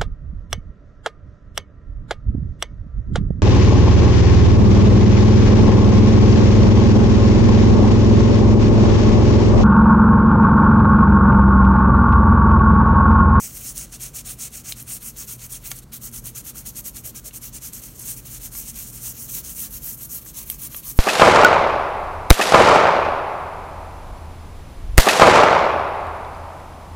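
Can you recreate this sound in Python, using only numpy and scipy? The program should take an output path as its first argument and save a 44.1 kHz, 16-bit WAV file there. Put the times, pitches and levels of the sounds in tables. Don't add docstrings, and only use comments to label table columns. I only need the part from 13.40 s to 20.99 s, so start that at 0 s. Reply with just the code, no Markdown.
import sys
import numpy as np
from scipy import signal
from scipy.fft import rfft, irfft
from scipy.io import wavfile
from scipy.ndimage import uniform_filter1d

SR = 44100
rng = np.random.default_rng(int(sys.argv[2]) if len(sys.argv) > 2 else 0)


def file_out(sig):
    cols = np.atleast_2d(sig).T
    lim = np.clip(cols, -1, 1)
    pcm = np.round(lim * 32767).astype(np.int16)
    wavfile.write(sys.argv[1], SR, pcm)


def nominal_scale(level):
    x = np.asarray(level, float) / 20
    return 10 ** x


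N = 334710

# pitch_hz, level_db, t60_s
BOLT_MODES = [(5170, -27, 0.0074), (6280, 1, 0.018), (8480, 0, 0.02), (9450, -11, 0.0091),
              (11840, 2, 0.023), (13600, -10, 0.012), (14600, -18, .008)]


def level(x, db):
    return x * nominal_scale(db) / np.sqrt(np.mean(x ** 2))


def colour(x, points):
    hz, db = np.transpose(points)
    grid_hz = np.maximum(np.fft.rfftfreq(8192, 1 / SR), 1)
    gain_db = np.interp(np.log(grid_hz), np.log(hz), db, left=-60, right=-60)
    cepstrum = irfft(gain_db * np.log(10) / 20)
    cepstrum[1:4096] *= 2
    cepstrum[4097:] = 0
    response = irfft(np.exp(rfft(cepstrum)))
    return signal.fftconvolve(x, response)[:N]


def band(x, hz, width):
    b, a = signal.iirpeak(min(hz, 0.45 * SR), max(hz / width, 0.3), SR)
    return signal.lfilter(b, a, x)


def walk(rate):
    hold = int(SR / rate)
    steps = np.repeat(rng.standard_normal(N // hold + 1), hold)
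    return 0.93 * uniform_filter1d(steps, hold)[:N]


def ring(modes, centre_hz, octaves):
    t = np.arange(2048) / SR
    sound = np.zeros(2048)
    for hz, db, t60_s in modes:
        distance = np.log2(hz / centre_hz) / max(octaves, 0.1)
        gain = nominal_scale(db) / (1 + distance ** 4)
        sound += gain * np.sin(2 * np.pi * hz * t) * np.exp(-np.log(1000) * t / t60_s)
    return sound / abs(sound).max()


def room():
    # frequency_hz, density_db
    air_colour = [(27, -34), (35, -5), (50, 1), (75, -3.5), (103, -11), (140, -4), (181, -8), (240, -10),
                  (285, -13), (310, -12), (350, -17.5), (500, -19), (730, -26.5), (860, -27), (1300, -27),
                  (1800, -35), (2400, -36)]
    # pitch_hz, width_hz, level_db
    motor_lines = [(40.28, 3.1, -52.5), (119.54, 3.36, -51), (132.7, 7.6, -57), (223, 3.6, -62),
                   (234.1, 3.3, -60)]
    air = level(colour(rng.standard_normal(N), air_colour), -45.5)
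    air = air * nominal_scale(1.27 * walk(1.41))
    hum = np.zeros(N)
    for hz, width_hz, db in motor_lines:
        line = band(band(rng.standard_normal(N), hz, width_hz), hz, width_hz)
        hum += level(line, db)
    hiss = level(band(rng.standard_normal(N), 7000, 14000), -62)
    return air + hum + hiss


def strokes():
    # start_s, speeding_up_s, slowing_down_s, fastest_level_db
    left = [(0.008, 0.042, 0.041, -31), (0.227, 0.066, 0.034, -30.5), (0.347, 0.039, 0.073, -30),
            (0.516, 0.02, 0.037, -33.5), (0.596, 0.039, 0.061, -32), (0.737, 0.031, 0.052, -31),
            (0.845, 0.049, 0.05, -32.5), (0.987, 0.039, 0.059, -30), (1.116, 0.045, 0.062, -35.5),
            (1.239, 0.058, 0.041, -31), (1.356, 0.043, 0.032, -36), (1.47, 0.062, 0.052, -30),
            (1.606, 0.067, 0.04, -32), (1.758, 0.041, 0.054, -31.5), (1.867, 0.031, 0.066, -33.5),
            (1.987, 0.063, 0.026, -35.5), (2.094, 0.043, 0.046, -32.5), (2.234, 0.036, 0.033, -34.5)]
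    # start_s, speeding_up_s, slowing_down_s, fastest_level_db
    around_bolt = [(2.52, 0.018, 0.046, -32), (2.611, 0.054, 0.031, -32.5), (2.722, 0.055, 0.027, -33.5),
                   (2.84, 0.031, 0.035, -33.5), (2.947, 0.019, 0.05, -30.5), (3.042, 0.045, 0.028, -33.5),
                   (3.143, 0.039, 0.039, -33.5), (3.251, 0.022, 0.037, -31), (3.35, 0.029, 0.034, -31),
                   (3.439, 0.03, 0.034, -32), (3.542, 0.025, 0.044, -35.5), (3.637, 0.026, 0.048, -33),
                   (3.745, 0.021, 0.035, -32), (3.84, 0.038, 0.02, -34), (3.929, 0.04, 0.019, -35),
                   (4.01, 0.045, 0.044, -33), (4.126, 0.036, 0.029, -32), (4.211, 0.048, 0.039, -32),
                   (4.326, 0.012, 0.07, -35), (4.413, 0.032, 0.05, -37.5)]
    # start_s, speeding_up_s, slowing_down_s, fastest_level_db
    right = [(4.578, 0.04, 0.075, -38.5), (4.649, 0.046, 0.057, -29.5), (4.75, 0.027, 0.03, -38),
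             (4.893, 0.062, 0.034, -33.5), (4.997, 0.06, 0.032, -33), (5.113, 0.064, 0.078, -32),
             (5.25, 0.047, 0.019, -32.5), (5.34, 0.045, 0.125, -33.5), (5.517, 0.048, 0.06, -39),
             (5.605, 0.075, 0.049, -29), (5.74, 0.083, 0.046, -34.5), (5.876, 0.084, 0.058, -29),
             (6.027, 0.052, 0.066, -33), (6.147, 0.083, 0.055, -28), (6.303, 0.065, 0.023, -33),
             (6.414, 0.065, 0.079, -29.5), (6.569, 0.081, 0.018, -36), (6.689, 0.059, 0.052, -29.5),
             (6.846, 0.041, 0.031, -36), (6.938, 0.039, 0.066, -30), (7.052, 0.08, 0.037, -35.5),
             (7.186, 0.067, 0.031, -31.5), (7.3, 0.074, 0.035, -32.5), (7.429, 0.075, 0.026, -31),
             (7.566, 0.011, 0.012, -38)]
    return np.array(left + around_bolt + right)


def stroke_db(t, creep_db):
    # start_s, speeding_up_s, slowing_down_s, fastest_level_db
    scuffs = [
        (0.145, 0.026, 0.015, -33.5),
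        (2.303, 0.013, 0.008, -32),
        (2.35, 0.017, 0.038, -40.5),
        (2.415, 0.021, 0.008, -49),
        (4.848, 0.017, 0.042, -37),
        (6.809, 0.02, 0.006, -41),
    ]
    halt_db, halt_s = 3.5, 0.0082
    rise_drop_db, fall_drop_db, drop_curve = 11, 10.5, 1.97
    edge_share = 0.07

    begin = strokes()[1:, 0]
    end = strokes()[:-1, :3].sum(axis=1)
    turns = (begin + end) / 2
    k = np.clip(np.searchsorted(turns, t), 1, len(turns) - 1)
    away = np.minimum(abs(t - turns[k - 1]), abs(t - turns[k]))
    power = nominal_scale(2 * (creep_db - halt_db * np.exp(-(away / halt_s) ** 2)))
    for start, rise, fall, top_db in list(strokes()) + scuffs:
        top, stop = start + rise, start + rise + fall
        near = slice(max(int((start - 0.015) * SR), 0), int((stop + 0.015) * SR))
        s = t[near]
        edge = edge_share * (rise + fall)
        off = np.where(s < top, (top - s) / rise, (s - top) / fall)
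        drop_db = np.where(s < top, rise_drop_db, fall_drop_db) * off ** drop_curve
        breaking_loose = 1 + np.tanh((s - start) / edge)
        stopping = 1 + np.tanh((stop - s) / (0.91 * edge))
        loose = breaking_loose * stopping / 4
        power[near] += nominal_scale(2 * (top_db - drop_db)) * loose ** 2
    return 10 * np.log10(power)


def flicks():
    # start_s, peak_db, centre_hz
    lone_tufts = [(0.1528, -20, 8700), (0.2133, -21, 12400), (0.3792, -7, 8400), (1.4037, -17, 10900),
                  (1.4265, -16, 11800), (1.4346, -27, 11600), (2.1265, -14, 8800), (2.3036, -22, 11600),
                  (2.3675, -20, 9800), (2.3946, -21, 10200), (2.7157, -25, 11500), (2.858, -14, 9200),
                  (3.7615, -21, 10100), (3.8809, -20, 11500), (4.3343, -15, 8600), (4.5953, -18, 11000),
                  (4.5981, -15, 11100), (4.7656, -23, 9400), (4.7837, -24, 9900), (5.344, -25, 6900),
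                  (5.8022, -19, 11100), (6.0423, -23, 11000), (6.852, -20, 12800), (7.0759, -25, 13700),
                  (7.0934, -20, 13100), (7.1117, -11, 13100), (7.118, -12, 12800), (7.363, -15, 12800),
                  (7.3656, -12, 13200), (7.5766, -20, 13300)]
    width_hz = 5300
    out = np.zeros(N + SR)
    t = (np.arange(128) - 32) / SR
    stops = strokes()[:, :3].sum(axis=1)
    chance = rng.standard_normal((len(stops), 2))
    stop_db = -33 + 2.5 * chance[:, 0]
    stop_hz = 11800 * (1 + 0.1 * chance[:, 1])
    for s, db, hz in lone_tufts + list(zip(stops, stop_db, stop_hz)):
        steepness = np.where(t < 0, 2.4, 1.1)
        tick = np.exp(-(t * width_hz * steepness) ** 2) * np.sin(2 * np.pi * hz * t)
        out[int(s * SR) - 32:][:128] += nominal_scale(db - 2) * tick
    return out[:N]


def knocks():
    # pitch_hz, level_db, t60_s
    strap_modes = [(814, 11, 0.012), (1160, 12, 0.026), (1400, 8, 0.031), (1990, -14, 0.03),
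                   (2230, 2, 0.034), (2800, 1, 0.023), (3200, 5.5, 0.015), (3600, -4, 0.033),
                   (4030, 2.5, 0.024), (4970, -8, .01)]
    # start_s, peak_db, hardness_centre_hz, spread_octaves
    bolt_blows = [
        (1.322, -23, 6800, .7),
        (2.3157, -20, 6600, 0.48),
        (2.3884, -30.5, 7500, 0.58),
        (5.152, -33.5, 4900, 0.6),
        (7.1001, -11.5, 12000, 0.53),
        (7.3458, -24, 15000, .7),
    ]
    # start_s, peak_db, hardness_centre_hz, spread_octaves
    strap_blows = [
        (1.3224, -17, 3900, 0.48),
        (2.3156, -21, 2180, 0.85),
        (3.156, -42, 1340, 0.33),
        (2.155, -35, 3100, .4),
        (3.909, -36.5, 2800, .6),
        (5.151, -31, 2400, .95),
        (6.862, -38, 1600, 0.93),
        (7.1, -24.5, 4200, .8),
        (7.3458, -26, 3200, 0.43),
        (7.3462, -33, 1160, .45),
    ]
    out = np.zeros(N)
    t = np.arange(256) / SR
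    for modes, blows in ((BOLT_MODES, bolt_blows), (strap_modes, strap_blows)):
        for s, db, hz, spread in blows:
            chance = rng.standard_normal((2, 256))
            contact = chance[0] * (abs(chance[1]) > 1.6) * np.exp(-t / 0.00065)
            contact[0] = 3.5
            crack_width_hz = 1.13 * spread * hz
            crack = chance[1] * t * np.exp(-t / 0.00067)
            crack = band(band(crack, hz, crack_width_hz), hz, crack_width_hz)
            hit = np.convolve(contact, ring(modes, hz, spread))
            hit = 0.95 * hit / abs(hit).max()
            hit[:256] += 0.86 * crack / abs(crack).max()
            out[int(s * SR):][:len(hit)] += nominal_scale(db) * hit
    return out


def strap(push, t):
    # frequency_hz, density_db
    drum_colour = [(350, -25), (700, -5.5), (880, -10.5), (1350, -4.5), (1800, -5.5), (2300, -2.5),
                   (2900, -1), (3700, -3.5), (4400, 0), (4900, -9), (5600, -2.5)]
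    # start_s, end_s, pitch_hz, width_hz, level_over_drumming_db
    free_stretches = [
        (0, 1.7, 765, 150, -19),
        (.7, 3.2, 1400, 300, -28),
        (3.64, 3.7, 620, 200, -5.5),
        (3.84, 3.92, 580, 260, 1),
        (2.11, 2.16, 3200, 500, -3),
        (6.7, 8.2, 1156, 257, -12.5),
    ]
    drum = colour(push, drum_colour)
    shifts = sum(0.3 * walk(22) * band(drum, hz, 0.31 * hz) for hz in (1500, 2400, 3800))
    out = level(drum + shifts, 0)
    for start, end, hz, width_hz, db in free_stretches:
        fade_s = 0.26 * (end - start)
        there = np.clip(np.minimum(t - start, end - t) / fade_s + 0.5, 0, 1)
        there = there * nominal_scale(1.1 * walk(25))
        out = out + there * level(band(band(push, hz, width_hz), hz, width_hz), db)
    return out * nominal_scale(1.57 * walk(60))


def slips(per_s, scatter_db):
    chance = rng.random((3, N))
    share = np.clip(per_s / SR, 1e-3, 1)
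    size_db = np.minimum(-scatter_db * np.log(1 - chance[1]), 12)
    size = nominal_scale(size_db) * np.sign(chance[2] - 0.5)
    return (chance[0] < share) / np.sqrt(share) * size / np.sqrt(np.mean(size ** 2))


def brush():
    # start_s, creep_at_turns_db, tip_sizzle_over_shaft_rasp_db,
    # extra_sizzle_on_every_other_stroke_db, strap_over_bristles_db
    hand = [(0, -30.5, -3, -1, -18), (0.06, -40, -2.5, 0, -15), (0.22, -38.5, 0.5, -6, -15),
            (0.5, -51, -4.5, 1, -13), (1.2, -54, -2, -1.5, -12.5), (1.5, -51, -1, 0, -14),
            (2.21, -52, -0.5, -0.5, -13), (2.33, -41.5, 1, 5, -11.5), (2.47, -75, -2, -6, -13),
            (2.6, -53, 1, -.4, -14), (3.3, -49.5, 0.2, 0.5, -15.5), (3.95, -54, -0.2, 1, -14.5),
            (4.55, -45, -1.2, 0, -14), (4.83, -52, 1.5, 1, -15.5), (5.5, -43.5, .6, 1.5, -15.5),
            (6.1, -44, 2.5, 1.5, -16.5), (6.95, -47.5, 5.5, 0.3, -16), (7.59, -44, 3.5, -2.2, -15.5)]
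    # frequency_hz, density_db
    shaft_colour = [(4200, -21), (5000, -10), (6300, 0), (7500, -2.5), (9600, 0), (10500, -5.5),
                    (11500, -31)]
    # frequency_hz, density_db
    tip_colour = [(9500, -19), (10500, -2), (11700, 1.5), (13000, -0.5), (15000, -1.5), (16000, 0)]
    # centre_hz, depth
    patches = [(6400, 0.13), (8000, 0.17), (9400, 0.27), (11800, 0.19), (13200, 0.21), (14800, .2)]
    rocks_per_s = 14

    t = np.arange(N) / SR
    hand_s, *courses = np.transpose(hand)
    creep_db, tip_db, swing_db, strap_db = (np.interp(t, hand_s, c) for c in courses)
    speed_db = stroke_db(t, creep_db)
    tops = strokes()[:, :2].sum(axis=1)
    lean = np.interp(t, tops, (-1.0) ** np.arange(len(tops)))
    tip = nominal_scale(tip_db - 0.06 * (speed_db + 32.5) - swing_db * lean)
    per_s = 11000 * nominal_scale(0.3 * (speed_db + 33))

    tufts = slips(0.3 * per_s, scatter_db=3.5)
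    tips = level(colour(1.1 * tufts + slips(per_s, scatter_db=-2.0), tip_colour), 0)
    tips = tips * nominal_scale(1.9 * walk(90))
    shafts = level(colour(0.65 * tufts + slips(per_s, scatter_db=2.0), shaft_colour), 0)
    shafts = shafts * nominal_scale(0.82 * walk(70))
    bolt = level(signal.fftconvolve(tufts, ring(BOLT_MODES, 9200, 0.61))[:N], -20.5)
    bristles = (tip * tips + shafts + bolt) / np.sqrt(1 + tip ** 2)
    rocking = sum(depth * walk(rocks_per_s) * band(bristles, hz, 0.19 * hz) for hz, depth in patches)
    bristles = level(bristles + rocking, 0)

    speed_db = speed_db + 0.98 * walk(170)
    early_db = np.interp(t + 0.00083, t, speed_db)
    load_db = 0.72 * (early_db + 34.5) - 35.5 + strap_db
    push = 0.4 * tufts + slips(per_s, scatter_db=1.5)
    return bristles * nominal_scale(speed_db - 0.6) + strap(push, t) * nominal_scale(load_db)


def scene():
    near = brush() + knocks() + flicks()
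    echo_t60_s, echo_db = 0.11, -14
    t = np.arange(8192) / SR
    echo = rng.standard_normal(8192) * np.exp(-np.log(1000) * t / echo_t60_s) * (t > 0.002)
    echo = echo / np.sqrt(np.sum(echo ** 2))
    near = near + nominal_scale(echo_db) * signal.fftconvolve(near, echo)[:N]
    return np.tile(near + room(), (2, 1))


def low_pass(x):
    return signal.sosfilt(signal.butter(12, 17080, fs=SR, output="sos"), x)


def record(dry):
    top_cut = signal.ellip(12, 0.3, 80, 15820, fs=SR, output="sos")
    mix = signal.sosfilt(top_cut, dry)
    return low_pass(mix)


dry = scene()
out = record(dry)
file_out(out)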